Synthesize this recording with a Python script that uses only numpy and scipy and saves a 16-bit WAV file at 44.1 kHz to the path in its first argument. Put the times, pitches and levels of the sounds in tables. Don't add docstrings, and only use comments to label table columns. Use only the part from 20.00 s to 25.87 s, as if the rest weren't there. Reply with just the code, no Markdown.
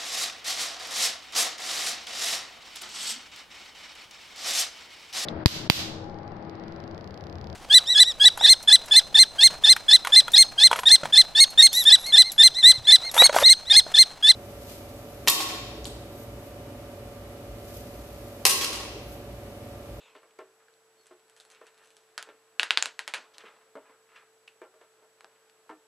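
import sys
import numpy as np
from scipy import signal
from scipy.fft import rfft, irfft
from scipy.io import wavfile
from scipy.ndimage import uniform_filter1d

SR = 44100
rng = np.random.default_rng(int(sys.argv[2]) if len(sys.argv) > 2 else 0)


def store_wav(level_fs):
    pcm = np.round(np.clip(np.atleast_2d(level_fs), -1, 1) * 32767)
    wavfile.write(sys.argv[1], SR, pcm.T.astype(np.int16))


N = 259030
HZ = np.fft.rfftfreq(4096, 1 / SR)


# start_s, energy_db, ring_hz, ring_db, room_db
FILM_SNAPS = [(1.0686, -33.5, 9000, 8, -2), (1.298, -36, 9000, 7, -4.5), (1.365, -35, 4400, 4, -1.5),
              (1.4009, -28, 4030, 13, -5), (1.5142, -34, 5430, 8, -7), (1.668, -36, 6230, 5, 2.5),
              (1.905, -37, 3000, 8, -1), (1.968, -31.5, 5460, 7, -4.5), (2.1787, -9.5, 1370, 10, -4),
              (2.1792, -13.5, 4880, 24, -12), (2.227, -16.5, 9500, -2, -9.5), (2.5967, 6.5, 2850, 7, -10),
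              (2.6317, 0, 1900, 3, -8.5), (2.7073, 8, 2770, 7, -11.5), (2.7739, 7.5, 4500, 8.5, -10.5),
              (2.8253, 3.5, 7100, 20, -11), (2.8579, -4.5, 7440, 4, -8), (2.9923, -6, 2000, 6.5, -8.5),
              (3.078, -9, 2210, 5, -4.5), (3.1386, -5, 2350, 7.5, -0.5), (3.3827, -21, 4380, 7, -11)]
def film_snaps():
    out = np.zeros(N)
    for start_s, energy_db, ring_hz, ring_db, room_db in FILM_SNAPS:
        bass_db = min(4.7 - 0.44 * energy_db, 7.1)
        treble_db = min(-8.0 - 0.89 * energy_db, 5.7)
        add(out, start_s, snap_in_room(energy_db, bass_db, treble_db, ring_hz, ring_db, room_db))
    return out


# frequency_hz, relative_db
SNAP_SPECTRUM = [(100, -55), (300, -26), (600, -19), (950, -11.5), (1150, -12.5), (1550, -4.5), (2100, -7),
                 (2800, -5), (4400, -7), (5600, -12.5), (7000, -11), (10000, -15), (13000, -29.5)]
def snap(bass_db, treble_db, ring_hz, ring_db=4.5, overtones_db=0):
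    bass_hz, treble_hz, ring_octaves = 1500, 5300, 0.31
    bass = bass_db / (1 + (HZ / bass_hz) ** 3)
    treble = treble_db / (1 + (treble_hz / (HZ + 1)) ** 8)
    ring = ring_db / (1 + (np.log2((HZ + 1) / ring_hz) / ring_octaves) ** 2)
    delays_s = rng.uniform(0.0004, 0.0011, 4)
    overtones = sum(np.cos(2 * np.pi * (HZ * delay + rng.random())) for delay in delays_s)
    overtones *= overtones_db * np.interp(HZ, [500, 5000], [0.5, 1])
    return -unit(impulse(curve_at(SNAP_SPECTRUM, HZ) + bass + treble + ring + overtones))


def flutter(click, energy_db, t60_s=0.011):
    t = np.arange(SR // 50) / SR
    burst = unit(rng.standard_normal(len(t)) * decay(t, t60_s))
    tail = unit(signal.fftconvolve(click, burst)[:len(click)])
    return unit(click + amp(-19 - 0.36 * energy_db) * tail)


def snap_in_room(energy_db, bass_db, treble_db, ring_hz, ring_db, room_db):
    all_sides = snap(bass_db, 0.5 * treble_db, ring_hz, 0.6 * ring_db)
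    out = amp(room_db) * reverberation(all_sides)
    direct = snap(bass_db, treble_db, ring_hz, ring_db, overtones_db=2.1)
    add(out, 0, flutter(direct, energy_db))
    return amp(energy_db) * out


# time_s, relative_db
PEEL_ENVELOPE = [(0.95, -74.5), (1.1, -75), (1.23, -81), (1.38, -66), (1.46, -69), (1.55, -63.5),
                 (1.62, -83), (1.75, -71.5), (1.88, -72), (2.0, -81), (2.15, -80)]
def peel_crackle(slips_per_s=50, spread_db=4.0, gain_db=-0.5, room_db=-2.5):
    times_s, levels_db = np.transpose(PEEL_ENVELOPE)
    t = np.arange(N) / SR
    peeling = (t > times_s[0]) & (t < times_s[-1])
    rings_hz = np.geomspace(2600, 9500, num=6)
    out = np.zeros(N)
    for ring_hz in rings_hz:
        strength = amp(spread_db * np.minimum(rng.exponential(1, N), 2.5))
        slips = peeling * (rng.random(N) < slips_per_s / len(rings_hz) / SR)
        click = flutter(snap(bass_db=7, treble_db=5, ring_hz=ring_hz), energy_db=-45)
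        out += signal.oaconvolve(strength * slips, click)[:N]
    envelope = amp(np.interp(t, times_s, levels_db) + gain_db)
    out = unit(out) * np.sqrt(peeling.sum()) * envelope
    return out + amp(room_db) * reverberation(out)[:N]


# start_s, level_db, hardness_hz, mode_hz, mode_db, settle_s
READER_KNOCKS = [(0.1518, -23, 2900, 333, -15, 0.013), (0.231, -29, 1800, 330, -10, .012),
                 (0.3884, -15, 1850, 385, -0.5, 0.017), (1.1102, -23.5, 1410, 360.6, 2.5, 0.011),
                 (1.6141, -21.5, 1720, 368, -3.5, 0.013), (2.272, -27, 1400, 323, -19.5, 0.016),
                 (2.289, -22, 2670, 280, -19, .012), (3.437, -24.5, 905, 195, -14, 0.028),
                 (3.754, -15.5, 1140, 279, -7, 0.015), (3.761, -19, 898, 560, 7, .012),
                 (3.896, -31, 1282, 296.7, -7, 0.013), (4.6166, -16.5, 1370, 376, 0, .023),
                 (4.740, -32, 1157, 384, -6, 0.011), (4.812, -28, 2440, 376, -12.5, 0.014),
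                 (5.026, -33.5, 982, 403, -7, 0.0061), (5.6932, -17.5, 1406, 897, 4.5, 0.014),
                 (5.699, -15.5, 1090, 315, -2.5, .01)]
def reader_knocks(settle_db=-7.5, room_db=-9.5):
    out = np.zeros(N)
    for start_s, level_db, hardness_hz, mode_hz, mode_db, settle_s in READER_KNOCKS:
        contacts = knock(hardness_hz, mode_hz, mode_db)
        add(contacts, settle_s, amp(settle_db) * knock(hardness_hz, mode_hz, mode_db - 10))
        add(out, start_s, amp(level_db) * contacts)
        add(out, start_s, amp(level_db + room_db) * reverberation(contacts))
    return out


# pitch_hz, relative_db, t60_s
CASE_MODES = [(446.7, -3.5, 0.077), (630.6, -7, 0.096), (924, -18, 0.092), (1106, -8, 0.04),
              (1369, -5.5, 0.098), (1564, -10, 0.066), (1782, -9.5, 0.12), (2166, -11.5, 0.05)]
# frequency_hz, relative_db
TABLE_SPECTRUM = [(60, -34), (150, -19), (280, 13), (600, 14.5), (1000, 17), (1700, 11.5), (3000, 12),
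                  (6000, -6), (12000, -36.5)]
def knock(hardness_hz, mode_hz, mode_db, mode_t60_s=0.16, tick_hz=3200):
    t = np.arange(SR // 3) / SR
    weights = rng.uniform(0.75, 1.25, len(CASE_MODES)) * rng.choice([-1, 1], len(CASE_MODES))
    body = sum(weight * amp(db) * mode(hz, t60_s, t) for weight, (hz, db, t60_s) in zip(weights, CASE_MODES))
    body += unit(noise(curve_at(TABLE_SPECTRUM, HZ), len(t)) * decay(t, t60_s=0.11))
    body += amp(mode_db) * mode(mode_hz, mode_t60_s, t)
    blow = impulse(rolloff_db(hardness_hz, power=3.14))
    out = unit(signal.fftconvolve(body, blow))
    tick = unit(noise(rolloff_db(tick_hz, power=3), len(t)) * decay(t, t60_s=0.02))
    add(out, 0, 0.189 * hardness_hz / tick_hz * tick)
    low_cut = signal.cheby2(4, 30, 0.47 * mode_hz, "high", fs=SR, output="sos")
    return unit(signal.sosfilt(low_cut, out))


# start_s, energy_db, bass_db, ring_hz, ring_db
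CASE_CLICKS = [(0.3092, -41.5, -13, 2540, 11), (0.39, -30, 29, 3370, 1), (0.684, -34, 21, 1550, 10),
               (0.739, -42, 2, 5040, 13), (4.4776, -28.5, 6, 2960, 8), (4.4803, -23.5, 0, 2683, 18.5),
               (5.2082, -28, 11.5, 1285, 3), (5.2453, -23.5, 32.5, 5120, 10.5), (5.4978, -37.5, 4, 4130, 3)]
def case_clicks(treble_db=-3.5, room_db=-10.0):
    out = np.zeros(N)
    for start_s, energy_db, bass_db, ring_hz, ring_db in CASE_CLICKS:
        add(out, start_s, snap_in_room(energy_db, bass_db, treble_db, ring_hz, ring_db, room_db))
    return out


# start_s, end_s, first_hz, middle_hz,
# last_hz, width_hz, level_db
SQUEALS = [(-0.06, 0.16, 2800, 2650, 2500, 380, -64), (-0.05, 0.13, 4100, 3650, 3200, 400, -66),
           (-0.05, 0.13, 7400, 7040, 6700, 700, -75), (0.965, 1.048, 4150, 4400, 4080, 60, -70.5)]
def squeals():
    out = np.zeros(N)
    for start_s, end_s, first_hz, middle_hz, last_hz, width_hz, level_db in SQUEALS:
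        t = np.arange(start_s, end_s, 1 / SR)
        progress = np.linspace(0, 1, len(t))
        glide = np.polyfit([0, 0.5, 1], [first_hz, middle_hz, last_hz], 2)
        phase = 2 * np.pi * np.cumsum(np.polyval(glide, progress)) / SR
        phase += phase_drift(width_hz, len(t), smooth_samples=40)
        envelope = amp(level_db) * np.sqrt(2) * np.sin(np.pi * progress)
        add(out, start_s, (envelope * np.sin(phase))[t >= 0])
    return out


# time_s, relative_db
SLEEVE_ENVELOPE = [(0, -67.5), (.45, -77), (.85, -84.5), (1.4, -76.5), (2.1, -73.5), (2.4, -71.5),
                   (2.9, -74), (3.2, -62.5), (3.31, -68), (3.5, -62), (3.72, -74.5), (4.4, -88), (5.4, -74),
                   (5.87, -80)]
# peak_s, width_s, relative_db,
# centre_hz
STROKES = [(0.033, 0.17, -68, 3000), (.162, 0.021, -63.5, 2410), (0.612, .03, -68, 1400),
           (1.541, 0.056, -59, 1890), (1.675, 0.026, -61, 2000), (1.808, 0.071, -64.5, 1490),
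           (2.299, 0.032, -63, 1920), (3.347, 0.01, -54.5, 3300), (3.404, 0.023, -52, 1970),
           (3.469, 0.029, -51, 1633), (3.892, 0.11, -63.5, 1185), (4.163, 0.022, -52, 1910),
           (4.175, 0.11, -61, 1450), (4.829, .03, -63.5, 1300), (5.01, 0.073, -70.5, 950)]
def rubbing(sleeve_gain_db=-5.0, stroke_gain_db=-5.5, rise_share=0.51, room_db=-2.0):
    sleeve_db = np.interp(np.arange(N) / SR, *np.transpose(SLEEVE_ENVELOPE))
    out = friction(centre_hz=1050, octaves=1.8, size=N) * amp(sleeve_db + sleeve_gain_db)
    t = np.arange(-SR // 2, SR // 2) / SR
    for peak_s, width_s, relative_db, centre_hz in STROKES:
        side_s = width_s * np.where(t < 0, rise_share, 1 - rise_share)
        envelope = amp(relative_db + stroke_gain_db) * np.exp(-(t / side_s) ** 2 / 2)
        stroke = friction(centre_hz, octaves=1.2, size=len(t)) * envelope
        add(out, peak_s + t[0], stroke[peak_s + t >= 0])
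    out = signal.sosfilt(signal.butter(2, 180, "high", fs=SR, output="sos"), out)
    return out + amp(room_db) * reverberation(out)[:N]


def friction(centre_hz, octaves, size, catch_db=5.0, catch_s=0.004):
    band_db = -68 * np.log10(1 + (np.log2((HZ + 1) / centre_hz) / octaves) ** 2 / 2)
    catches = unit(uniform_filter1d(rng.standard_normal(size), int(catch_s * SR))) * np.sqrt(size)
    return noise(band_db, size) * amp(catch_db * catches)


# frequency_hz, t60_s
ROOM_DECAY = [(200, .28), (600, 0.2), (1500, 0.27), (3000, 0.22), (6000, 0.27), (12000, 0.055)]
# frequency_hz, relative_db
ROOM_SPECTRUM = [(100, -5.5), (500, 2), (1500, -5.5), (3000, -5.5), (6000, -8.5), (12000, -3)]
# delay_s, gain
EARLY_ECHOES = [(.0048, .3), (.0055, 0.16), (.0077, .1), (0.012, 0.075)]
def reverberation(sound, build_s=0.0024, early_db=6.5, early_s=0.037):
    hz, frame_s, bands = signal.stft(rng.standard_normal(SR // 2), SR, nperseg=256)
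    bands *= decay(frame_s, curve_at(ROOM_DECAY, hz)[:, None])
    bands *= amp(curve_at(ROOM_SPECTRUM, hz))[:, None]
    tail = signal.istft(bands, SR, nperseg=256)[1]
    t = np.arange(len(tail)) / SR
    build_up = 1 - np.exp(-t / build_s)
    response = unit(tail * build_up * amp(early_db * np.exp(-t / early_s)))
    for delay_s, gain in EARLY_ECHOES:
        response[round(delay_s * SR)] += gain
    return signal.fftconvolve(sound, response)


# pitch_hz, level_db, width_hz
HUM_TONES = [(119.6, -91.5, 1.0), (443.3, -69.5, 3.3), (7770, -87, 1.0), (7872, -76.5, 1.2),
             (7200, -90.5, 1.0), (10950, -93, 1.0)]
def hum_and_whine():
    t = np.arange(N) / SR
    out = np.zeros(N)
    for pitch_hz, level_db, width_hz in HUM_TONES:
        drift = phase_drift(width_hz, N, smooth_samples=SR // 20)
        out += amp(level_db) * np.sqrt(2) * np.sin(2 * np.pi * pitch_hz * t + drift)
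    return out


# frequency_hz, relative_db
SHARED_HISS_SPECTRUM = [(25, -29.5), (85, -25), (130, -13), (200, -8.5), (290, -6), (400, 4.5), (700, 1.5),
                        (1100, -1.5), (1550, -0.5), (2100, -8.5), (5000, -16), (7600, -16), (8600, -20),
                        (13000, -20.5)]
def shared_hiss(level_db=-69.5):
    return amp(level_db) * noise(curve_at(SHARED_HISS_SPECTRUM, HZ), N)


# frequency_hz, relative_db
CHANNEL_HISS_SPECTRUM = [(60, -19), (120, -21.5), (400, 4), (2000, 6.5), (13000, -1.5)]
def channel_hiss(level_db=-69):
    return amp(level_db) * np.array([noise(curve_at(CHANNEL_HISS_SPECTRUM, HZ), N) for _ in range(2)])


def amp(db):
    return 10 ** (np.asarray(db) / 20)


def unit(x):
    return x / np.sqrt(np.sum(x ** 2) + 1e-20)


def add(mix, start_s, sound):
    part = mix[max(round(start_s * SR), 0):][:len(sound)]
    part += sound[:len(part)]


def curve_at(points, hz):
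    points_hz, values = np.transpose(points)
    return np.interp(np.log(hz + 1), np.log(points_hz), values)


def rolloff_db(corner_hz, power):
    return -10 * np.log10(1 + (HZ / corner_hz) ** power)


def decay(t, t60_s):
    return amp(-60 * t / t60_s)


def mode(hz, t60_s, t):
    return unit(np.sin(2 * np.pi * hz * t) * decay(t, t60_s))


def impulse(spectrum_db):
    log_gain = np.log(amp(np.maximum(spectrum_db, spectrum_db.max() - 100)))
    mirrored = np.r_[log_gain, log_gain[-2:0:-1]]
    spectrum = np.exp(np.conj(signal.hilbert(mirrored)))
    return np.fft.ifft(spectrum).real[:len(spectrum_db)]


def noise(spectrum_db, size):
    gain = amp(np.interp(np.fft.rfftfreq(size, 1 / SR), HZ, spectrum_db))
    return unit(irfft(rfft(rng.standard_normal(size)) * gain, size)) * np.sqrt(size)


def phase_drift(width_hz, size, smooth_samples):
    walk = np.cumsum(rng.standard_normal(size)) * np.sqrt(2 * np.pi * width_hz / SR)
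    return uniform_filter1d(walk, smooth_samples)


def scene():
    handling = film_snaps() + case_clicks() + peel_crackle() + reader_knocks()
    sliding = squeals() + rubbing()
    background = shared_hiss() + hum_and_whine()
    return handling + sliding + background + channel_hiss()


def record(dry, cutoff_hz=13300):
    low_pass = signal.firwin(401, cutoff_hz, window=("kaiser", 8), fs=SR)
    return signal.oaconvolve(dry, low_pass[None], "same")


dry = scene()
out = record(dry)
store_wav(out)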